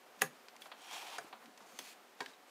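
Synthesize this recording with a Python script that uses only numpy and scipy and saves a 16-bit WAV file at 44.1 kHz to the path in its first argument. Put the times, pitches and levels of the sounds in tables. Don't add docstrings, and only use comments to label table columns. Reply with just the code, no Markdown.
import sys
import numpy as np
from scipy import signal
from scipy.fft import rfft, irfft
from scipy.io import wavfile
from scipy.ndimage import uniform_filter1d

SR = 44100
rng = np.random.default_rng(int(sys.argv[2]) if len(sys.argv) > 2 else 0)


def wrap_up_sound(samples):
    columns = np.atleast_2d(samples).T
    tamed = np.clip(columns, -1, 1)
    steps = np.round(tamed * 32767).astype(np.int16)
    wavfile.write(sys.argv[1], SR, steps)


def voltage_ratio(level):
    return 10 ** (np.asarray(level, float) / 20)


N = 110250
T = np.arange(N) / SR


def unit(x):
    return x / np.sqrt(np.mean(x ** 2) + 1e-30)


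def colour(x, points):
    hz, db = np.array(points, float).T
    grid_hz = np.maximum(np.arange(1025) * SR / 2048, 10)
    gain_db = np.interp(np.log(grid_hz), np.log(hz), db)
    cepstrum = irfft(np.log(voltage_ratio(gain_db)))
    cepstrum[1:1024] *= 2
    cepstrum[1025:] = 0
    response = irfft(np.exp(rfft(cepstrum)))[:1024]
    return signal.fftconvolve(x, response)[:len(x)]


def ring(x, hz, t60):
    pole = np.exp(2j * np.pi * hz / SR - np.log(1000) / (t60 * SR))
    return signal.lfilter([1], [1, -pole], x).imag


def peak(x, hz, width):
    return signal.lfilter(*signal.iirpeak(hz, hz / width, fs=SR), x)


def walk(rate):
    k = int(SR / rate)
    steps = np.repeat(rng.standard_normal(N // k + 1), k)
    return unit(uniform_filter1d(uniform_filter1d(steps, k), k)[:N])


def chatter(ms, size=8192):
    after_db, after_times = -13, 10.6
    t = np.arange(size) / SR * 1000 / max(ms, .2)
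    swell = t * np.exp(-t) * np.e
    rattle = voltage_ratio(after_db) * (1 - np.exp(-t)) * np.exp(-t / after_times)
    impacts = rng.standard_normal(size) * voltage_ratio(0.33 * rng.exponential(size=size))
    hit = rfft(impacts * (swell + rattle))
    even = irfft(hit / np.sqrt(uniform_filter1d(np.abs(hit) ** 2, size=40)))
    return even * (np.arange(size) < size - 1024)


def strikes(blows, size=8192):
    ms = np.arange(size) / SR * 1000
    push = np.zeros(size)
    for late, db, contact in blows:
        contact = max(contact, .03)
        push += voltage_ratio(db) / contact * np.sin(np.pi * np.clip((ms - late) / contact, 0, 1))
    return push


def add(out, x, s, db):
    i = int(s * SR)
    x = x[:N - i]
    out[i:i + len(x)] += x * voltage_ratio(db) / np.sqrt(uniform_filter1d(x ** 2, size=88).max())


# (time [s], level [dB], chatter [ms], rattle into the modes [dB])
KNOCKS = [
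    (.218, -20.5, 1.14, -12),
    (1.1828, -36.5, 1.2, -10),
    (1.789, -38, 2.05, -11),
    (2.2045, -34.5, 1.95, -8.5),
    (2.26, -43, 0.9, -13),
]
# (delay [ms], level [dB], contact [ms])
BLOWS = [
    [(.2, -7, 0.054), (1.2, 5.5, 0.058), (3.4, -11, 0.3), (7.5, -13, 0.37)],
    [(.7, 0.5, .06), (1.9, 5, 0.11), (4.6, -7, 0.17), (8, -16, 0.25)],
    [(.3, 11, .05), (1.8, -8, .05), (4, -8, .1)],
    [(.4, -2, 0.054), (1.9, 6.5, 0.073), (3.5, -1.5, 0.086), (5.8, -3, 0.14), (13.5, -4, 0.24)],
    [(.4, -21, 0.056), (1.7, 8, 0.056), (3.2, -9, 0.054)],
]
# (frequency [Hz], level [dB], t60 [s])
TABLE_KNOCK = [(317, -13, 0.079), (418, -5, 0.12), (521, -7, 0.16), (777.5, 2, 0.072), (1068, -9, 0.038),
               (1194, -13, 0.057), (1450, 0, 0.026), (1655, 4.5, 0.018), (1998, -2, 0.038),
               (2580, -4, 0.018), (6574, -4.5, 0.024), (7170, -11.5, 0.06), (10750, -3.5, 0.0079),
               (11920, -6, 0.011)]
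RING_STOP = [(689, 0.5, 0.072), (767, -8, 0.15), (1290, -2.5, 0.034), (1530, -2, 0.039), (1690, -7, 0.084),
             (1840, -3, 0.029), (2360, -12, 0.065), (4840, -9.5, .025), (6670, -7.5, 0.017),
             (9620, -12, 0.04)]
LATCH = [(970, -4.5, 0.046), (1890, -9, 0.035), (2600, -5, 0.023), (3060, -4.5, 0.031), (3400, 2, .03),
         (4960, -6, .03), (6290, 4.5, 0.02), (7500, -10, .025), (8700, -5, 0.015), (10200, -9, 0.017)]
CLACK = [(407, -3.5, 0.082), (511, -9, 0.11), (656, -5, 0.048), (764, -11, 0.062), (950, 0, 0.088),
         (1022, -5.5, .06), (1617, -2, 0.13), (1876, -3, .035), (2244, -7, 0.047), (3340, -6, 0.018),
         (3700, -11, 0.014), (4530, -12, 0.019), (7100, -23, .05)]
SPRING = [(1730, 3.5, 0.027), (3150, 0, .012), (3820, -4, 0.088), (5044, -23, .015), (8300, -11, .012)]
# (frequency [Hz], gain [dB])
CRACK_COLOURS = [
    [(100, -41), (320, -5.5), (1900, 2), (3200, -11), (10700, -11), (15500, -15)],
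    [(100, -62), (400, -6), (1450, -7), (4100, -20), (9800, -21), (15500, -41)],
    [(100, -14), (350, 0), (900, -3), (3400, 0), (7000, -9), (15500, -11)],
    [(150, -26.5), (420, 3.5), (1000, 4.5), (1900, -7.5), (4600, -6.5), (15500, -30)],
    [(300, -26), (1500, 4), (4500, 0), (8500, -19), (15500, -21)],
]
CRACK_DB = [-1.5, -0.5, 2, -3.5, 0.5]


def knocks():
    out = np.zeros(N)
    parts = (TABLE_KNOCK, RING_STOP, LATCH, CLACK, SPRING)
    for knock, blows, modes, crack, crack_db in zip(KNOCKS, BLOWS, parts, CRACK_COLOURS, CRACK_DB):
        s, db, ms, rattle_db = knock
        hit = chatter(ms)
        push = unit(strikes(blows)) + voltage_ratio(rattle_db) * unit(hit)
        body = np.zeros(len(push))
        for k, (hz, mode_db, t60) in enumerate(modes):
            body += (-1) ** k * voltage_ratio(mode_db) * unit(ring(push, hz, t60))
        add(out, unit(body) + voltage_ratio(crack_db) * unit(colour(hit, crack)), s, db)
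    return out + edge_slide()


def edge_slide():
    lead_in_s, lead_in_db = 0.0066, -12.5
    start, knock_db = KNOCKS[0][:2]
    since = T - start
    rise = (since < 0) * np.exp(np.minimum(since, 0) / lead_in_s * 2)
    tone = [(300, -4.5), (1000, -10.5), (4000, -13), (7000, -21), (12000, -21)]
    return voltage_ratio(knock_db + lead_in_db) * rise * unit(colour(rng.standard_normal(N), tone))


# (time [s], level [dB], body below 1.3 kHz [dB], metal above 5 kHz [dB], contact [ms])
TICKS = [(0.189, -59.5, 0, 6, 4.9), (0.4836, -50.5, -6, -3, 1.4), (0.5536, -54.5, 15, -26, 1.8),
         (.564, -54, -30, 6, 0.74), (.619, -51.5, -13, -1, 1.5), (0.6564, -47.5, 8, -24, 3),
         (0.715, -45, 3.5, -22, 3.84), (.733, -58, 10, -36, 3.5), (1.242, -55, 10, -22, 11),
         (1.327, -44.5, 7, -26, 2.1), (1.335, -49.5, 16.5, -35, 4.6), (1.457, -55.5, -22, -2, 1.4),
         (1.5749, -55, -38, 4.5, 1.5), (1.601, -55, 12, 5, 11), (2.334, -65, -14, -18, 1.3)]
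# (frequency [Hz], level [dB], t60 [s])
TICK_RINGS = [(950, -19.5, 0.0062)]


def ticks():
    out = np.zeros(N)
    for s, db, low_db, high_db, ms in TICKS:
        hit = chatter(ms)
        tone = [(200, low_db - 32.0), (600, low_db), (1100, low_db), (1700, -0.5), (4400, -5.5),
                (6000, high_db - 7), (15000, high_db - 28)]
        sound = unit(colour(hit, tone))
        for hz, ring_db, t60 in TICK_RINGS:
            body_db = low_db if hz < 1300 else -max(low_db, 0)
            scatter_db = 2 * rng.standard_normal()
            sound = sound + voltage_ratio(ring_db + body_db + scatter_db) * unit(ring(hit, hz, t60))
        add(out, sound, s, db)
    return out


# (time [s], level [dB], frequency [Hz], t60 [s])
PINGS = [(0.4843, -56, 4750, .008), (0.4846, -67, 2300, .01), (0.484, -59, 950, 0.026),
         (.566, -57.5, 2400, .015), (0.6197, -48.5, 3400, 0.018), (0.619, -58, 9600, 0.0088),
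         (.621, -57, 4930, 0.011), (0.621, -60.5, 1500, .015), (.6565, -57, 990, 0.044),
         (0.716, -62, 4500, .015), (0.72, -56, 3370, 0.017), (.8195, -63, 6640, .012),
         (0.819, -59, 8300, .01), (0.85, -69, 8300, .014), (.853, -66, 11500, .01),
         (.87, -62, 9600, 0.0092), (.913, -56, 5500, .012), (0.928, -53.5, 6900, .012),
         (2.229, -58, 6000, .008), (2.295, -66, 3730, .04), (2.335, -59, 3810, 0.027)]


def pings():
    out = np.zeros(N)
    for s, db, hz, t60 in PINGS:
        add(out, ring(chatter(0.34), hz, t60), s, db)
    return out


def grit(spiky_db, rough_db):
    grains = rng.standard_normal(N)
    grain_db = spiky_db * rng.exponential(size=N) + rough_db * walk(90)
    return unit(grains * voltage_ratio(grain_db))


def scrape(curve, peaks, tone, ring_db, spiky_db, rough_db):
    width_hz, bright_hz, bright_per_db = 260, 5000, 0.2
    times, levels = np.array(curve).T
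    grains = grit(spiky_db, rough_db)
    turned = np.clip(T, times[0], times[-1]) - times.mean()
    rings = np.zeros(N)
    for hz, db, db_per_s in peaks:
        mode = unit(peak(grains, hz, width_hz * max(hz / 2500, 1)))
        rings += voltage_ratio(db + db_per_s * turned + 2 * walk(38.63)) * mode
    level_db = np.interp(T, times, levels, left=-120, right=-120)
    broad = unit(colour(grains, tone))
    high_pass = signal.butter(1, bright_hz, "high", fs=SR, output="sos")
    treble = signal.sosfiltfilt(high_pass, broad)
    broad = broad + (voltage_ratio(bright_per_db * (level_db - levels.max())) - 1) * treble
    return voltage_ratio(level_db) * (broad + voltage_ratio(ring_db) * rings)


# (time [s], level [dB])
TURN = [(.76, -72), (.82, -59), (.9, -57), (.915, -53), (.945, -47.5), (.99, -52.5), (1.05, -54.5),
        (1.12, -52.5), (1.17, -55), (1.2, -68)]
# (frequency [Hz], level [dB], drift [dB/s])
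TURN_PEAKS = [(797, -1, 36), (2405, -5.5, 14), (3120, -5, -15), (5500, -13.5, -32)]
# (frequency [Hz], gain [dB])
TURN_COLOUR = [(120, -74), (200, -17), (491, -20), (749, 1.5), (1210, -6.5), (3190, -8.5), (7000, -18),
               (16000, -26)]


def ring_turn():
    return scrape(TURN, TURN_PEAKS, TURN_COLOUR, ring_db=-5.5, spiky_db=2.6, rough_db=1.05)


# (time [s], level [dB])
TWIST = [(1.66, -68.5), (1.78, -63.5), (1.81, -59), (1.885, -56.5), (1.93, -59.5), (1.945, -71),
         (1.96, -76)]
# (frequency [Hz], level [dB], drift [dB/s])
TWIST_PEAKS = [(2460, -4, 48), (4360, -3.5, -5), (6400, -7, -36)]
# (frequency [Hz], gain [dB])
TWIST_COLOUR = [(120, -32), (200, -12), (612, -5), (1020, -9), (2470, -2), (11300, -11.5), (16000, -15)]


def ring_twist():
    return scrape(TWIST, TWIST_PEAKS, TWIST_COLOUR, ring_db=-8.5, spiky_db=1.6, rough_db=0.83)


# (start [s], length [s], level [dB], top [Hz])
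RUBS = [(0.604, 0.085, -63, 14000), (2.17, 0.19, -61, 5900), (0.98, 0.089, -59, 11000),
        (0.13, 0.1, -74, 15000), (2.47, 0.057, -68, 7700), (1.198, 0.1, -64, 10000),
        (1.4, 0.059, -60.5, 2200), (1, 0.077, -64, 1000), (1.7, 0.049, -68, 870), (1.2, 0.031, -58, 2700)]


def rubs():
    out = np.zeros(N)
    for s, length, db, top_hz in RUBS:
        arch = np.sin(np.pi * np.clip((T - s) / length, 0, 1))
        shape = np.sqrt(np.clip(arch, 0, 1))
        tone = [(200, -14), (700, 0), (1500, -2), (top_hz, -8), (top_hz * 2.3, -22)]
        out += voltage_ratio(db) * shape * unit(colour(grit(1.5, 2.3), tone))
    return out


# (time [s], level [dB], frequency [Hz], t60 [s])
THUMPS = [(.22, -48.5, 155.8, 0.21), (0.231, -56, 246.5, 0.33), (.17, -68, 199, .15),
          (1.189, -71.5, 148, .2), (1.242, -53.5, 326, 0.033), (1.328, -67, 234, 0.23),
          (1.441, -63.5, 250.6, 0.42), (1.475, -57.5, 280, 0.062), (1.609, -67, 198, 0.13),
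          (1.728, -67, 222, 0.13), (1.791, -61.5, 259.6, 0.21), (2.213, -56, 258, 0.082),
          (2.271, -62, 253.7, 0.13)]


def thumps():
    rise_s, wobble_rad = 0.004, .045
    out, late = np.zeros(N), np.arange(SR // 2) / SR
    for s, db, hz, t60 in THUMPS:
        swell = (1 - np.exp(-late / rise_s)) * voltage_ratio(-60 * late / t60)
        drift = wobble_rad * np.cumsum(rng.standard_normal(len(late)))
        add(out, swell * np.sin(2 * np.pi * hz * late + drift), s, db)
    return out


def room(x):
    level_db, t60_s, top_t60_s, gap_s = -12.5, 0.16, 0.16, 0.0062
    t = np.arange(SR // 2) / SR
    noise = rng.standard_normal(len(t))
    low = signal.sosfilt(signal.butter(1, 2500, fs=SR, output="sos"), noise)
    decay = low * voltage_ratio(-60 * t / t60_s) + (noise - low) * voltage_ratio(-60 * t / top_t60_s)
    tail = decay * (1 - np.exp(-t / gap_s))
    return voltage_ratio(level_db) * signal.fftconvolve(x, tail / np.sqrt(np.sum(tail ** 2)))[:N]


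# (frequency [Hz], gain [dB])
HISS = [(15, -59), (60, -35), (120, -28.5), (236, -10), (560, -6.5), (760, -7.5), (1290, -9.5),
        (12500, -28.5), (14800, -34), (16000, -27)]
# (frequency [Hz], width [Hz], level [dB])
HUM = [
    (738, 25, -73),
    (13600, 350, -82),
]


def hiss():
    level_db, sway_db, hum_sway_db = -61.5, .5, 1.5
    hum = np.zeros(N)
    for hz, width, db in HUM:
        sway = voltage_ratio(db + hum_sway_db * walk(37))
        hum += sway * unit(peak(rng.standard_normal(N), hz, width))
    return voltage_ratio(level_db + sway_db * walk(4.9)) * unit(colour(rng.standard_normal(N), HISS)) + hum


def scene():
    near = ticks() + knocks() + pings() + rubs()
    near = near + ring_turn() + ring_twist()
    near = near + room(near) + thumps()
    mic_low = signal.butter(6, 128, "high", fs=SR, output="sos")
    return (signal.sosfilt(mic_low, near) + hiss())[None]


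def top_cut(x):
    return signal.sosfilt(signal.butter(12, 16690, fs=SR, output="sos"), x)


def record(dry):
    limit, top_hz, top_cut_db = .45, 15700, 41
    dry = limit * np.tanh(dry / limit)
    high_pass = signal.ellip(8, .1, 40, top_hz, "high", fs=SR, output="sos")
    top = signal.sosfiltfilt(high_pass, dry)
    return top_cut(dry - top * (1 - voltage_ratio(-top_cut_db)))


dry = scene()
out = record(dry)
wrap_up_sound(out)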